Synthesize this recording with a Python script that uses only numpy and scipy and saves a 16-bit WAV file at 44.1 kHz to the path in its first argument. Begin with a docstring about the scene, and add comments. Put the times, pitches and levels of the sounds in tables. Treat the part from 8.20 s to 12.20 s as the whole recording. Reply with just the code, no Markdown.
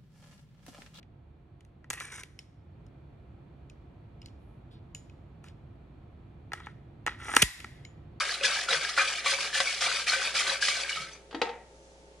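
"""Water is swirled by hand in a plastic blender jug over a kitchen sink, nearly four turns a second.
Each turn throws a splash up the wall and a softer backwash; its bubbles ring the air in the jug.
The water calms and the jug is set down with a clunk, while an appliance hums in the room."""
import sys
import numpy as np
from scipy import signal
from scipy.fft import rfft, irfft
from scipy.io import wavfile

SR = 44100
rng = np.random.default_rng(int(sys.argv[2]) if len(sys.argv) > 2 else 0)


def master_out(mix):
    """Clip the mix to full scale and print it as 16-bit PCM to the path in sys.argv[1]."""
    frames = np.transpose(np.atleast_2d(mix))
    ceiling = np.clip(frames, -1, 1)
    pcm = np.round(ceiling * 32767).astype(np.int16)
    wavfile.write(sys.argv[1], SR, pcm)


N = 176400

# water thrown against the wall (start s, hold s, gurgle dB, spray dB)
SPLASHES = [(-.02, 0.029, 2, -0.5), (0.223, 0.029, 2, 5.5), (0.475, 0.083, 0.5, -0.5), (0.76, 0.054, 3, 0), (1.036, 0.094, -0.5, 0.5), (1.325, 0.061, -5.5, 0.5),
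            (1.596, 0.074, -2, 0), (1.859, 0.085, -2, 1), (2.135, 0.074, -1, 2.5), (2.403, .095, -8, 1), (2.673, 0.028, -4.5, -3), (2.783, .025, -14, -9)]
RISE_S, FALL_S = 0.024, 0.025
# water running back round the jug (middle s, half length s, gurgle dB, spray dB)
BACKWASHES = [(0.101, 0.062, -6, -6), (0.341, 0.08, -4.5, -4), (0.663, 0.058, -6, -5), (0.904, 0.082, -6, -4.5), (1.227, 0.047, -5.5, -4), (1.477, 0.095, -8, -4),
              (1.753, 0.058, -4.5, -2), (2.046, 0.056, -3.5, -4), (2.299, 0.048, -2, -2), (2.583, 0.069, -7, -5.5), (2.766, 0.022, -11, -9.5), (2.882, 0.065, -21, -22)]
# bubble sounds (Hz, dB per Hz)
GURGLE = [(60, -42.5), (110, -21), (150, -14.5), (250, -22), (400, -14.5), (700, -8), (900, -6.5), (1080, -8), (1250, -1), (2200, 1.5), (2800, -13), (4000, -9), (8000, -46)]
SPRAY = [(300, -45), (1200, -4), (2300, 1), (3300, 1), (4800, 0), (6200, -5.5), (8000, -10), (10000, -13.5), (11200, -16)]
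GURGLE_DB, GURGLE_PER_S, GURGLE_SPREAD_DB, GURGLE_CYCLES = -34, 1500, 3, 3
SPRAY_DB, SPRAY_PER_S, SPRAY_SPREAD_DB, SPRAY_CYCLES = -29.5, 6000, 0.5, 2.35
# air resonances of the jug (Hz, width Hz, gain dB)
JUG_AIR = [(558.7, 16, 16), (670, 88, 4.5), (1156, 39, 4), (1262, 25, 2), (1366, 40, -7), (1567, 70, 5), (1630, 40, -24), (2288, 94, -7), (2363, 46, -7), (3330, 33, -12.5), (4130, 65, -19)]
AIR_WANDER, TURNS_HZ = 0.029, 3.4
# large single bubbles (s, pitch Hz, peak dB, t60 s)
GULPS = [(.003, 1245, -30.5, 0.34), (0.111, 4570, -18.5, 0.014), (0.141, 4070, -19.5, 0.016), (.2105, 2550, -23, 0.027), (.211, 564, -32.5, 0.088), (.245, 1685, -20, 0.091), (.249, 2400, -16.5, 0.038), (0.486, 1380, -17.5, 0.034), (.506, 3840, -17.5, 0.055),
         (.777, 1408, -12.5, 0.035), (0.7848, 1755, -11.5, 0.018), (.791, 2406, -16.5, 0.087), (0.794, 1260, -16, 0.088), (0.983, 2357, -28, .07), (1.06, 1137, -21, 0.075), (1.138, 2310, -19.5, .08),
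         (1.33, 1710, -25, 0.057), (1.353, 1740, -18.5, 0.047), (1.471, 2260, -23, 0.094), (1.877, 2390, -17, 0.034), (1.897, 4280, -9.5, 0.013), (1.935, 1537, -16, 0.05),
         (2.188, 2400, -21, .04), (2.296, 3890, -15, 0.018), (2.425, 1638, -16, 0.05), (2.507, 2260, -23, 0.055), (2.647, 1610, -26.5, 0.047), (2.693, 2250, -23.5, 0.071), (2.728, 2910, -24.5, 0.03), (2.75, 3870, -27.5, .03), (2.759, 2224, -27, 0.043),
         (2.771, 1283, -30, 0.16), (2.8, 2250, -33, 0.1), (2.821, 1304, -36, 0.15), (2.932, 6100, -40.5, 0.05)]
GULP_RISE_S, GULP_GLIDE = 0.00033, 0.014
# the jug's base meeting the sink (s, ring dB, crack dB, brightness Hz)
KNOCKS = [(3.11, -57, -43, 6000), (3.128, -32, -39.5, 1500), (3.1468, -24, -32, 3570), (3.2161, -12.5, -20, 4300), (3.272, -23.5, -49, 900), (3.292, -28, -34, 2460)]
# modes of the jug and sink (Hz, dB, t60 s)
BODY = [(474.5, -4.5, 0.1), (725, -5.5, 0.077), (769, -10.5, .09), (828, -8, 0.085), (913, -3.5, 0.073), (1290, -12.5, .1), (1350, -14, 0.066), (1863, -8.5, 0.064),
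        (1918, -7, 0.056), (2600, -18, .03), (2590, -17, .03), (3330, -8, 0.031), (3800, -9, .03)]
CRACK_S, THUD_RISE_S, BODY_LOW_HZ = 0.0098, 0.0014, 213
ROOM_T60 = [(200, .42), (660, 0.44), (1740, 0.47), (4600, 0.22), (11000, 0.46)]  # (Hz, s)
WATER_ROOM_DB, KNOCK_ROOM_DB, NEAR_DB, NEAR_S = -8, -5.5, -6, 0.0048
WIDTH = [(100, -21), (500, -13), (1500, -12.5), (3000, -12), (4500, -5), (6000, -1.5), (8500, -1), (11000, 3)]  # (Hz, side over mid dB)
LEFT_DB = 0.57
HUM = [(59.6, -61.5), (419, -67), (538, -63), (597.5, -71), (657, -72.5), (775, -79), (893.6, -71)]  # (Hz, dB)
# room noise (Hz, dB per Hz)
FLOOR = [(20, -4), (60, -5.5), (100, -5), (160, -0.5), (250, -5), (400, 3), (600, -5), (880, -8), (1100, -16), (2500, -19), (6500, -20), (11000, -29.5)]
FLOOR_DB, FLOOR_SIDE_DB = -58.5, -9
EDGE_HZ = 11080  # fixed
T = np.arange(N) / SR
# water slapping the wall (s, level dB, length s, brightness Hz)
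SLAPS = [(.28, -22, 0.018, 1000), (.528, -18, 0.0075, 1800), (1.4025, -16, 0.0057, 3400), (1.931, -23, 0.0038, 1600), (2.483, -22, 0.01, 4000)]
SLAP = [(450, -10.5), (800, -10), (1500, -2.5), (3000, 2), (6000, -5), (11000, -13)]  # (Hz, dB per Hz)
SLAP_LOWS = [(100, -25.5), (250, -12), (480, 2)]  # the wall radiates little bass (Hz, dB)
# the mass of water shifting in the jug (middle s, half length s, level dB)
HEAVES = [(0.574, 0.029, -54), (2.814, .03, -49)]
HEAVE = [(60, -39), (115, -10), (155, 12), (210, -14.5), (400, -25)]  # (Hz, dB per Hz)
CLUMP_DB, CLUMP_HZ = 1.6, 44.4
# dull blows of the jug's weight (s, pitch Hz, level dB, t60 s)
THUDS = [(3.144, 291, -24, 0.084), (3.156, 328, -35, 0.23), (3.218, 318, -32, .1)]
CRACK = [(80, -10), (300, 3), (900, -2), (2000, -0.5), (3800, -1), (5500, -8), (8000, -20.5), (11000, -28)]  # (Hz, dB per Hz)
FOAM = [(1500, -24), (3000, -8), (4500, -7), (6200, 3), (8000, -6), (11000, -16)]  # (Hz, dB per Hz)
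FOAM_DB, FOAM_AT_S, FOAM_HALF_S = -69.5, 3.66, 0.17


def amp(db):
    """Decibels to gain."""
    return 10 ** (np.asarray(db) / 20)


def unit(x):
    """Scales to rms 1."""
    return x / np.sqrt(np.mean(x ** 2) + 1e-20)


def read(points, hz):
    """Reads a table on a log-frequency axis."""
    f, value = np.transpose(points)
    return np.interp(np.log(hz + 1), np.log(f + 1), value)


def colour(x, points):
    """Filters by a smooth (Hz, dB) curve."""
    size = 2 * x.shape[-1]
    return irfft(rfft(x, size) * amp(read(points, np.fft.rfftfreq(size, 1 / SR))))[..., :size // 2]


def add(mix, s, sound):
    """Adds a sound at a time."""
    part = mix[max(round(s * SR), 0):][:len(sound)]
    part += sound[:len(part)]


def resonate(x, hz, width):
    """A resonance of gain 1 that follows the curve hz."""
    turn, r = np.exp(2j * np.pi * np.cumsum(hz) / SR), np.exp(-np.pi * width / SR)
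    return 2 * (turn * signal.lfilter([1 - r], [1, -r], x / turn)).real


def flow():
    """Strength of gurgle and spray: splashes rise, hold and fall; backwashes swell between them."""
    power = np.zeros((2, N))
    for start, hold, *db in SPLASHES:
        shape = np.clip((T - start) / RISE_S, 0, 1) * np.exp(-np.maximum(T - start - hold, 0) / FALL_S)
        power += (amp(db)[:, None] * shape) ** 2
    for middle, half, *db in BACKWASHES:
        power += amp(db)[:, None] ** 2 * np.exp(-((T - middle) / half) ** 2)
    return np.sqrt(power)


def bubbles(low_hz, high_hz, per_s, spread_db, cycles, glide, count=36):
    """A steady swarm of short rising rings of many pitches, a few much larger than the rest."""
    out = np.zeros(N)
    pitches = np.geomspace(low_hz, high_hz, count)
    for hz in pitches:
        births = rng.random(N) < per_s * hz / pitches.sum() / SR
        sizes = amp(spread_db * np.minimum(rng.exponential(1, N), 4.5)) * rng.choice([-1, 1], N)
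        age = T[:int(7 * cycles / hz * SR)] * hz / cycles
        ring = (1 - np.exp(-4 * age)) * np.exp(-age) * np.sin(2 * np.pi * cycles * age * (1 + glide * age))
        out += np.sqrt(hz) * unit(signal.oaconvolve(births * sizes, ring)[:N])
    return out


def swirl():
    """Gurgle, spray and slaps ring the jug's air, whose pitches sway with the water."""
    gurgle, spray = flow()
    gurgle = gurgle * amp(GURGLE_DB) * unit(colour(bubbles(126.4, 3240, GURGLE_PER_S, GURGLE_SPREAD_DB, GURGLE_CYCLES, glide=0.012), GURGLE))
    spray = spray * amp(SPRAY_DB) * unit(colour(bubbles(2050, 10370, SPRAY_PER_S, SPRAY_SPREAD_DB, SPRAY_CYCLES, glide=0.022), SPRAY))
    water = gurgle * clumps() + spray * clumps()
    for s, db, length_s, bright_hz in SLAPS:
        add(water, s, amp(db) * dull(colour(burst(SLAP, length_s), SLAP_LOWS), bright_hz))
    air = sum(amp(db) * resonate(water, hz * (1 + AIR_WANDER * np.sin(2 * np.pi * (TURNS_HZ * T + rng.random()))), width) for hz, width, db in JUG_AIR)
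    return water + air


def gulps():
    """Large pockets of trapped air ring once each, rising slightly in pitch."""
    out, t = np.zeros(N), T[:SR // 4]
    for s, hz, db, t60 in GULPS:
        turns = np.cumsum(hz * (1 + GULP_GLIDE * np.minimum(t / t60, 1))) / SR
        add(out, s, amp(db - 60 * t / t60) * (1 - np.exp(-t / GULP_RISE_S)) * np.sin(2 * np.pi * turns))
    return out


def set_down():
    """The base touches, lands and rocks: each contact cracks and rings the same modes; the weight thuds."""
    out, t = np.zeros(N), T[:SR // 2]
    for s, ring_db, crack_db, bright_hz in KNOCKS:
        ring = sum(rng.choice([-1, 1]) * amp(level - 60 * t / t60) * np.sin(2 * np.pi * hz * t) for hz, level, t60 in BODY)
        add(out, s, dull(.5 * amp(ring_db) * ring + amp(crack_db) * burst(CRACK, CRACK_S), bright_hz))
    for s, hz, db, t60 in THUDS:
        add(out, s, amp(db - 60 * t / t60) * np.minimum(t / THUD_RISE_S, 1) * np.sin(2 * np.pi * hz * t))
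    return signal.lfilter(*signal.butter(2, BODY_LOW_HZ, "high", fs=SR), out)


def echoes(room_db):
    """Mid and side responses for one place of the jug: quick reflections from the sink, then the room's tail."""
    t = T[:SR // 2]
    taps = rng.standard_normal((4, len(t))) * (rng.random((4, len(t))) < 4000 / SR)
    near = taps[:2] * np.exp(-t / NEAR_S) * (t > .0005)
    hz, age, z = signal.stft(taps[2:] * np.minimum(t / .012, 1), SR, nperseg=256)
    tail = signal.istft(z * amp(-60 * age / read(ROOM_T60, hz)[:, None]), SR, nperseg=256)[1][:, :len(t)]
    near, tail = (v / np.linalg.norm(v, axis=1, keepdims=True) for v in (near, tail))
    mid = amp(NEAR_DB) * near[0] + amp(room_db) * tail[0]
    side = near[1] + amp(room_db + 3) * tail[1]
    return np.array([mid, side / np.linalg.norm(side)])


def kitchen(x, room_db, turns, count=6):
    """Direct sound plus echoes that change as the jug goes round; the treble spreads wide."""
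    away = [abs((turns + k / count) % 1 - .5) * count for k in range(count)]
    shares = [np.cos(np.pi / 2 * np.minimum(a, 1)) for a in away]
    wet, side = sum(signal.fftconvolve((x * share)[None], echoes(room_db), axes=1)[:, :N] for share in shares)
    mid = (x + wet) / np.sqrt(1 + amp(NEAR_DB) ** 2 + amp(room_db) ** 2)
    side = colour(side, WIDTH)
    return np.array([mid + side, mid - side]) * amp([[LEFT_DB], [-LEFT_DB]])


def background():
    """An appliance's hum and soft room noise."""
    hum = sum(amp(db) * unit(np.sin(2 * np.pi * (hz * T + rng.random()))) for hz, db in HUM)
    mid, side = amp(FLOOR_DB) * unit(colour(rng.standard_normal((2, N)), FLOOR))
    side = amp(FLOOR_SIDE_DB) * colour(side, [(500, -2), (1500, 12.5), (6000, 8)])
    return hum + np.array([mid + side, mid - side])


def burst(spectrum, length_s):
    """A short dying puff of coloured noise."""
    t = T[:SR // 2]
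    return unit(colour(rng.standard_normal(len(t)), spectrum)) * np.exp(-t / length_s)


def dull(x, hz):
    """A gentle low-pass."""
    return signal.lfilter(*signal.butter(1, min(hz, SR / 3), fs=SR), x)


def clumps():
    """A quick random swelling: bubbles are born in clusters."""
    wobble = signal.lfilter(*signal.butter(2, CLUMP_HZ, fs=SR), rng.standard_normal(N))
    return unit(amp(CLUMP_DB * unit(wobble)))


def heaves():
    """A soft low rumble when the whole mass of water shifts."""
    level = sum(amp(db) * np.exp(-((T - middle) / half) ** 2) for middle, half, db in HEAVES)
    return level * unit(colour(rng.standard_normal(N), HEAVE))


def foam():
    """A faint hiss swells and fades as the foam settles."""
    return amp(FOAM_DB) * np.exp(-((T - FOAM_AT_S) / FOAM_HALF_S) ** 2) * unit(colour(rng.standard_normal(N), FOAM))


def scene():
    """Water in the circling jug, then the jug at rest, in the kitchen."""
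    water = kitchen(swirl() + gulps() + heaves() + foam(), WATER_ROOM_DB, TURNS_HZ * T)
    return water + kitchen(set_down(), KNOCK_ROOM_DB, 0) + background()


def record(dry):
    """The recorder's band limit."""
    return signal.oaconvolve(dry, signal.firwin(511, EDGE_HZ, window=("kaiser", 9), fs=SR)[None], "same")  # fixed


dry = scene()
out = record(dry)
master_out(out)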